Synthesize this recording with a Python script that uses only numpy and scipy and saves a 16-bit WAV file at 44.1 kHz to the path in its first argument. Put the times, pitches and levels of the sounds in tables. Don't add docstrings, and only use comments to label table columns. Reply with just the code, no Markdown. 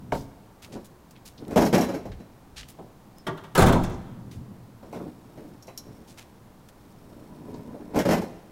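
import sys
import numpy as np
from scipy import signal
from scipy.fft import rfft, irfft, next_fast_len
from scipy.io import wavfile
from scipy.ndimage import uniform_filter1d

SR = 44100
rng = np.random.default_rng(int(sys.argv[2]) if len(sys.argv) > 2 else 0)


def generate_wav(signal):
    frames = np.transpose(np.atleast_2d(signal))
    scaled = np.clip(frames, -1, 1) * 32767
    pcm = np.round(scaled).astype(np.int16)
    wavfile.write(sys.argv[1], SR, pcm)


N = 375291

# (f/Hz, level/dB)
AIR_COLOUR = [(20, 6.5), (220, 5), (500, -1.5), (930, -3), (1500, -11.5), (2600, -18.5), (9500, -24.5),
              (15800, -24.5)]
DRONE_COLOUR = [(30, -32), (100, -5), (121, 3.5), (148, -6), (197, -1.5), (290, -11), (2000, -59.5)]
# (peak t/s, level/dB, half length/s)
DRONE_SWELLS = [(0, -43, 0.17), (4.2, -43.5, 0.37)]
THUDS = [(2.121, -36.5, 0.038), (2.583, -46.5, 0.071), (4.386, -38.5, 0.017)]
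# (f/Hz, t60/s)
YARD_DECAY = [(100, 1), (1000, 1), (4000, 1), (12000, 0.61)]
# (t/s, level/dB, centre f/Hz, roll-off one octave out/dB, t60/s)
CLICKS = [(0.646, -45, 3130, 10, 0.036), (1.109, -51, 5460, 2, 0.054), (1.4507, -53, 3160, 20, 0.016),
          (1.4812, -47, 5000, 1, 0.012), (2.1167, -49, 1980, 5, 0.12), (2.6318, -42, 2180, 12, 0.022),
          (2.7, -51, 11000, 19, 0.054), (3.184, -48, 9000, -14, 0.012), (4.313, -50, 2780, 2, 0.29),
          (6.6867, -51, 2660, -2, 0.057), (7.5412, -56, 4680, 18, 0.1)]
# (t/s, level/dB, attack/s, centre f/Hz, roll-off one octave out/dB)
SCUFFS = [(0.125, -54.5, 0.032, 9000, 2), (0.16, -56.5, 0.025, 5200, 27), (0.619, -47.5, 0.013, 2700, 2),
          (0.719, -49.5, 0.012, 3400, 4.5), (0.844, -50, 0.008, 5800, 2.5), (1.153, -56, 0.0086, 2400, 10),
          (1.252, -47, 0.013, 4530, 3), (1.375, -52, 0.0081, 4100, 25), (2.560, -41.5, 0.019, 2930, 4.5),
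          (2.682, -47.5, 0.01, 4960, -2), (3.830, -52, 0.014, 6070, 77), (3.918, -58, 0.012, 6200, 74),
          (6.074, -53.5, 0.017, 4600, 4), (6.169, -48, 0.017, 2090, 2)]

# (t/s, strength/dB, hardness/dB, rebounds/count)
LEAD_IN_HITS = [(2.787, -31.5, -12, 0), (3.267, -19.5, 2, 0), (3.374, -41, 11.5, 0), (3.437, -37, 6, 0)]
GATE_SLAM = [(3.551, -17.5, 9.5, 0), (3.576, -5.5, 1.5, 0), (3.591, -5.5, -1.5, 5), (3.603, -10.5, 1, 0),
             (3.620, -9, 3, 0), (3.665, -19.5, 10.5, 0), (3.683, -13, -1.5, 0), (3.724, -19, 6, 0),
             (3.835, -24.5, 4.5, 0), (3.896, -25.5, -6.5, 0)]
KNOCKS = [(0.121, -11, -0.5, 1)]
STAND_JOLTS = [(0.757, -30, -10, 0), (1.508, -29.5, 3, 0), (1.559, -7, -1, 2), (1.574, -10, -1, 0),
               (1.727, -8.5, 0, 0), (1.742, -12, 4, 0), (1.778, -13.5, 0.5, 1), (1.886, -20.5, -1, 0),
               (1.938, -22.5, 1, 0), (2.054, -29, -4, 0), (2.200, -35.5, -3, 0), (4.828, -37, -4.5, 0),
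               (4.927, -30, 1, 0), (4.960, -31, -2.5, 0), (4.999, -28.5, -30, 0), (5.374, -36, -3.5, 0),
               (5.679, -35.5, 4, 0), (7.742, -32, -20, 0), (7.945, -22.5, -2.5, 0), (7.958, -14, -1, 0),
               (7.988, -18.5, 6.5, 0), (8.052, -13.5, -1, 0), (8.087, -12, 1, 0), (8.108, -13.5, 3, 0),
               (8.117, -19.5, 5, 0), (8.170, -21, -0.5, 1)]
# (thump/dB, frame/dB, clank/dB, jingle/dB)
LEAD_IN_MIX_DB = [-27, -8.5, -14, -26]
SLAM_MIX_DB = [-16, -10.5, -15, -21]
KNOCK_MIX_DB = [-23.5, -10.5, -17, -31]
STAND_MIX_DB = [-24, -6.5, -19, -26.5]
# (thump/dB, frame/dB, clank/dB, jingle/dB)
GATE_LOSS_DB = [.8, 1.3, 2.5, 4]
KNOCK_LOSS_DB = [10, 7.6, 12, 7.2]
STAND_LOSS_DB = [4, 5.3, 3.1, 1.3]
# (f/Hz, level/dB, t60/s)
STAY_MODES = [(3220, -33, .055), (5400, -40, .04)]
GATE_MODES = [(84.6, -4, 0.4), (159.6, 1, 0.4), (173.3, 2, 0.54), (394.6, 4, 0.45), (479, -7, 0.29),
              (596, -6, 0.19), (677, -7, 0.3), (900, -9, 0.27)]
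CATCH_MODES = [(4080, -16, 0.19), (5292, -15, 0.18), (5600, 0, 0.088), (11000, -11, 0.11)]
KNOCK_MODES = [(138, -17, 0.38), (273, -12.5, 0.42), (607, -10, 0.087), (723, -3, 0.081), (908, -9.5, 0.13),
               (1550, -8.5, 0.028), (2180, -4.5, 0.017), (3000, -17, 0.022)]
TUBE_MODES = [(3957, 1, .38), (4020, -4, .33), (4170, -5, .36), (5290, -7, .18), (5566, -3, .2),
              (7036, -10, .2), (11300, -11, .14)]
STAND_MODES = [(169.8, -6.5, 0.33), (210, -5, 0.25), (249.6, -8, 0.39), (317.4, 2, 0.15),
               (358.3, -1.5, 0.17), (738, -16, 0.14)]
# (f/Hz, level/dB)
GATE_COLOUR = [(25, -13), (55, -15), (85, -6.5), (135, -6), (165, -1), (316, -5), (587, -7), (1250, -17),
               (1870, -25), (3500, -25), (5000, -32), (15800, -31)]
CATCH_COLOUR = [(2500, -30), (6300, -9.5), (9500, -25.5), (13000, -15), (15800, -31)]
KNOCK_COLOUR = [(40, -13), (150, -2), (300, 7), (800, 11), (2200, -16), (4000, -13), (15000, -29)]
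STAND_COLOUR = [(18, -45), (30, -28), (90, -15), (140, -13.5), (180, -3.5), (244, -5), (566, -8),
                (1210, -20), (1890, -18.5), (3540, -27), (5540, -20.5), (8870, -28.5), (13900, -27),
                (15800, -39)]
# (f/Hz, t60/s)
GATE_DECAY = [(60, 0.6), (250, 0.3), (900, 0.26), (2500, 0.13), (6000, 0.14), (14000, 0.038)]
CATCH_DECAY = [(4000, 0.096), (14000, 0.078)]
KNOCK_DECAY = [(150, 0.38), (800, 0.063), (8000, 0.31)]
STAND_DECAY = [(60, 0.29), (250, 0.2), (900, 0.16), (14000, 0.13)]
# (t/s, level/dB)
CLINKS = [(1.609, -37), (1.651, -37), (1.748, -32), (1.781, -37.5), (1.81, -34), (5.625, -50), (5.671, -53),
          (5.776, -34.5), (7.989, -34.5)]

# (t/s, level/dB)
ROLL_FADER = [(6.5, -90), (6.9, -55.5), (7.2, -46), (7.8, -41), (7.9, -45), (8.51, -54)]
# (f/Hz, level/dB)
ROLL_COLOUR = [(50, -9), (130, -1), (225, 3.5), (500, -5), (950, -17), (1300, -23), (3300, -45),
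               (15000, -110)]
# (peak t/s, level/dB, half length/s)
SHOVES = [(0.755, -39, 0.039), (1.425, -40, 0.016), (1.52, -35, 0.032), (5.03, -43, 0.085),
          (5.43, -46.5, 0.1), (5.95, -51, 0.16), (7.975, -27, 0.018)]
HOLLOW_SWELLS = [(7.55, -59, 0.25)]

LOOSENESS = 0.011


def amp(db):
    return np.exp(np.asarray(db) * (np.log(10) / 20))


def unit_rms(x):
    return x / np.sqrt(np.mean(x ** 2) + 1e-20)


def unit_crest(x, size=441):
    return x / np.sqrt(uniform_filter1d(x ** 2, size, mode="constant").max() + 1e-20)


def read(points, hz):
    f, value = np.transpose(points)
    return np.interp(np.log(hz + 1), np.log(f + 1), value)


def add(mix, s, sound):
    start = round(s * SR)
    sound = sound[max(-start, 0):]
    part = mix[max(start, 0):][:len(sound)]
    part += sound[:len(part)]


def band(x, hz, kind, order=3):
    return signal.sosfilt(signal.butter(order, hz, kind, fs=SR, output="sos"), x)


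def coloured(x, colour):
    size = next_fast_len(len(x))
    eq = amp(read(colour, np.fft.rfftfreq(size, 1 / SR)))
    return unit_rms(irfft(rfft(x, size) * eq, size)[:len(x)])


def bell_eq(x, centre_hz, slope_db):
    octaves = np.log2((np.fft.rfftfreq(len(x), 1 / SR) + 1) / centre_hz)
    return unit_rms(irfft(rfft(x) * amp(-max(slope_db, 1) * octaves ** 2), len(x)))


def damped(x, decay):
    hz, t, spectrum = signal.stft(x, SR, nperseg=256)
    fade = amp(-60 * t / read(decay, hz)[:, None])
    return signal.istft(spectrum * fade, SR, nperseg=256)[1][:len(x)]


def fader(curve):
    s, db = np.transpose(curve)
    return amp(np.interp(np.arange(N) / SR, s, db, left=-120, right=-120))


def swells(rows):
    t = np.arange(N) / SR
    return sum(amp(db) * np.exp(-.5 * ((t - s) / half_s) ** 2) for s, db, half_s in rows)


def crackle(size, per_s):
    return rng.standard_normal(size) * (rng.random(size) < per_s / SR)


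def ring(modes, colour, decay, modes_db, size=24576):
    t = np.arange(size) / SR
    wash = damped(coloured(rng.standard_normal(size), colour), decay)
    signs = rng.choice([-1, 1], len(modes))
    tones = sum(sign * amp(db - 60 * t / t60) * np.sin(2 * np.pi * hz * t)
                for sign, (hz, db, t60) in zip(signs, modes))
    return unit_crest(wash) + amp(modes_db) * unit_crest(tones)


def chatter(fade_s, per_s, gain, size=8192):
    t = np.arange(size) / SR
    force = gain * crackle(size, per_s) * np.exp(-t / fade_s)
    force[0] = 1
    return force


def bounces(hits, mix_db, loss_db, period_s, scatter=.22):
    contacts = []
    for s, strength_db, hard_db, rebounds in hits:
        first_db = strength_db + np.array(mix_db) + hard_db * np.array([0, 0, 1, 1])
        for k in range(round(rebounds) + 1):
            slip = min(k, 1) * scatter * rng.uniform(-1, 1)
            contacts.append((s + (k + slip) * period_s, first_db - k * np.array(loss_db)))
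    return contacts


def blows(contacts, modes, colour, decay, modes_db, attack_s, chatter_s, per_s, rattle, spot_count=7):
    out = np.zeros(N)
    detunes = 1 + LOOSENESS * rng.uniform(-1.07, 1, (min(spot_count, len(contacts)), len(modes)))
    tunings = [[(hz * by, db, t60) for (hz, db, t60), by in zip(modes, row)] for row in detunes]
    spots = [ring(tuning, colour, decay, modes_db) for tuning in tunings]
    attack = 1 - np.exp(-np.arange(len(spots[0])) / SR / attack_s)
    for k, (s, layers_db) in enumerate(contacts):
        shaken = amp(0.56 * min(layers_db[1] + 41, 0))
        force = chatter(chatter_s, per_s, rattle * shaken)
        struck = signal.fftconvolve(spots[k % spot_count] * attack, force)[:len(attack)]
        thump = unit_crest(band(struck, 113, "low", order=4), size=1100)
        frame = unit_crest(band(struck, [150, 1000], "band"))
        clank = unit_crest(band(struck, [1100, 3600], "band"), size=300)
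        jingle = unit_crest(band(struck, 2870, "high"), size=220)
        add(out, s - attack_s / 2, amp(layers_db) @ np.array([thump, frame, clank, jingle]))
    return out


def outdoors(air_db=-53, drone_floor_db=-57.5, size=32768):
    out = amp(air_db) * coloured(rng.standard_normal(N), AIR_COLOUR)
    out += (amp(drone_floor_db) + swells(DRONE_SWELLS)) * coloured(rng.standard_normal(N), DRONE_COLOUR)
    t = (np.arange(size) - size / 2) / SR
    for s, db, half_s in THUDS:
        lows = bell_eq(rng.standard_normal(size), centre_hz=58.7, slope_db=10.5)
        thud = lows * np.exp(-.5 * (t / half_s) ** 2)
        add(out, s + t[0], amp(db) * unit_crest(thud, size=1100))
    return out


def yard_reverb(send, predelay_s=.012, echoes_per_s=2500):
    taps = rng.choice([-1., 1.], SR) * (rng.random(SR) < echoes_per_s / SR)
    tail = damped(taps * (np.arange(SR) > predelay_s * SR), YARD_DECAY)
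    return signal.fftconvolve(send, tail / np.linalg.norm(tail))[:N]


def clicks(size=8192):
    out, t = np.zeros(N), np.arange(size) / SR
    for s, db, hz, slope_db, t60 in CLICKS:
        click = bell_eq(rng.standard_normal(size), hz, slope_db) * amp(-60 * t / t60)
        add(out, s, amp(db) * unit_crest(click, size=88))
    return out


def scuffs(grains_per_s=6000, spread_db=3.5, size=16384):
    out, t = np.zeros(N), np.arange(size) / SR
    for s, db, rise_s, hz, slope_db in SCUFFS:
        grains = rng.standard_normal(size) * amp(spread_db * np.minimum(rng.exponential(1, size), 4))
        grains *= rng.random(size) < grains_per_s / SR
        scrape = unit_rms(band(bell_eq(grains, hz, slope_db), 520, "high"))
        envelope = t / rise_s * np.exp(1 - t / rise_s)
        add(out, s, amp(db) * scrape * envelope)
    return out


def hinge(start_s=3.155, length_s=0.078, peak_hz=5250, sag_hz=450, jitter_hz=190, squeak_db=-58):
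    out, arc = np.zeros(N), np.linspace(-1, 1, round(length_s * SR))
    jitter = unit_rms(uniform_filter1d(rng.standard_normal(len(arc)), size=20))
    hz = peak_hz - sag_hz * arc ** 2 + jitter_hz * jitter
    squeak = np.sin(2 * np.pi * np.cumsum(hz) / SR)
    add(out, start_s, amp(squeak_db) * (1 - arc ** 2) ** 2 * squeak)
    return out


def stay(start_s=3.269, size=16384):
    out, t = np.zeros(N), np.arange(size) / SR
    ping = sum(amp(db - 60 * t / t60) * np.sin(2 * np.pi * hz * t) for hz, db, t60 in STAY_MODES)
    add(out, start_s, ping)
    return out


def tailgate(judder_s=.033):
    lead_in = bounces(LEAD_IN_HITS, LEAD_IN_MIX_DB, GATE_LOSS_DB, judder_s)
    slam = bounces(GATE_SLAM, SLAM_MIX_DB, GATE_LOSS_DB, judder_s)
    return blows(lead_in + slam, GATE_MODES, GATE_COLOUR, GATE_DECAY, modes_db=-8,
                 attack_s=0.0018, chatter_s=0.0077, per_s=400, rattle=0.65)


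def grit(per_s=500, gain_db=-57, centre_hz=3300, t60=0.029, follow=0.31, size=4096):
    t = np.arange(size) / SR
    tick = bell_eq(rng.standard_normal(size), centre_hz, slope_db=2) * amp(-60 * t / t60)
    taps = crackle(N, per_s) * (fader(ROLL_FADER) + swells(SHOVES)) ** follow
    return amp(gain_db) * signal.oaconvolve(taps, unit_crest(tick, size=88))[:N]


def wheels(hollow_band_hz=(895, 1025), lumpy_db=2.5, patch_samples=1500):
    patches = uniform_filter1d(rng.standard_normal(N), patch_samples)
    lumps = unit_rms(uniform_filter1d(patches, patch_samples))
    bumps = crackle(N, per_s=1500) * amp(lumpy_db * lumps)
    frame = signal.oaconvolve(bumps, ring(STAND_MODES, STAND_COLOUR, STAND_DECAY, modes_db=2.5))[:N]
    hollow = unit_rms(band(bumps, hollow_band_hz, "band", order=2))
    rumble = coloured(bumps, ROLL_COLOUR) + amp(-8.5) * unit_rms(band(frame, 3000, "low"))
    return (fader(ROLL_FADER) + swells(SHOVES)) * rumble + swells(HOLLOW_SWELLS) * hollow


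def catch():
    out = np.zeros(N)
    for s, db in CLINKS:
        clink = ring(CATCH_MODES, CATCH_COLOUR, CATCH_DECAY, modes_db=-1.5)
        add(out, s, amp(db) * unit_crest(clink, size=220))
    return out


def tubes(contacts, gain_db=-49.5, firm_jingle_db=-30, size=24576):
    out, t = np.zeros(N), np.arange(size) / SR
    hz, db, t60 = np.transpose(TUBE_MODES)[:, :, None]
    for s, layers_db in contacts:
        shift, share = rng.uniform(-1, 1, (2, len(hz), 1))
        detuned_hz = hz * (1 + .5 * LOOSENESS * shift)
        tones = 2 * share * amp(db - 60 * t / t60) * np.sin(2 * np.pi * detuned_hz * t)
        ring_db = gain_db + 0.64 * (layers_db[-1] - firm_jingle_db)
        add(out, s, amp(ring_db) * tones.sum(0))
    return out


def stand():
    knocks = bounces(KNOCKS, KNOCK_MIX_DB, KNOCK_LOSS_DB, period_s=0.033)
    jolts = bounces(STAND_JOLTS, STAND_MIX_DB, STAND_LOSS_DB, period_s=0.049)
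    edge = blows(knocks, KNOCK_MODES, KNOCK_COLOUR, KNOCK_DECAY, modes_db=1,
                 attack_s=0.00066, chatter_s=0.0071, per_s=320, rattle=0.24)
    shimmer = tubes(jolts)
    body = blows(jolts, STAND_MODES, STAND_COLOUR, STAND_DECAY, modes_db=-11,
                 attack_s=0.0017, chatter_s=0.026, per_s=240, rattle=0.62)
    return edge + shimmer + body


def scene():
    near = stand() + catch() + clicks() + scuffs() + wheels() + grit()
    gate = tailgate() + hinge() + stay()
    reverb = yard_reverb(amp(-18.5) * near + amp(-14.5) * gate)
    return (near + gate + reverb + outdoors())[None]


def record(dry, ceiling=.62, cutoff_hz=15900):
    rounded = ceiling * np.tanh(dry / ceiling)
    lowpass = signal.firwin(511, cutoff_hz, window=("kaiser", 9), fs=SR)
    return signal.oaconvolve(rounded, lowpass[None], "same")


dry = scene()
out = record(dry)
generate_wav(out)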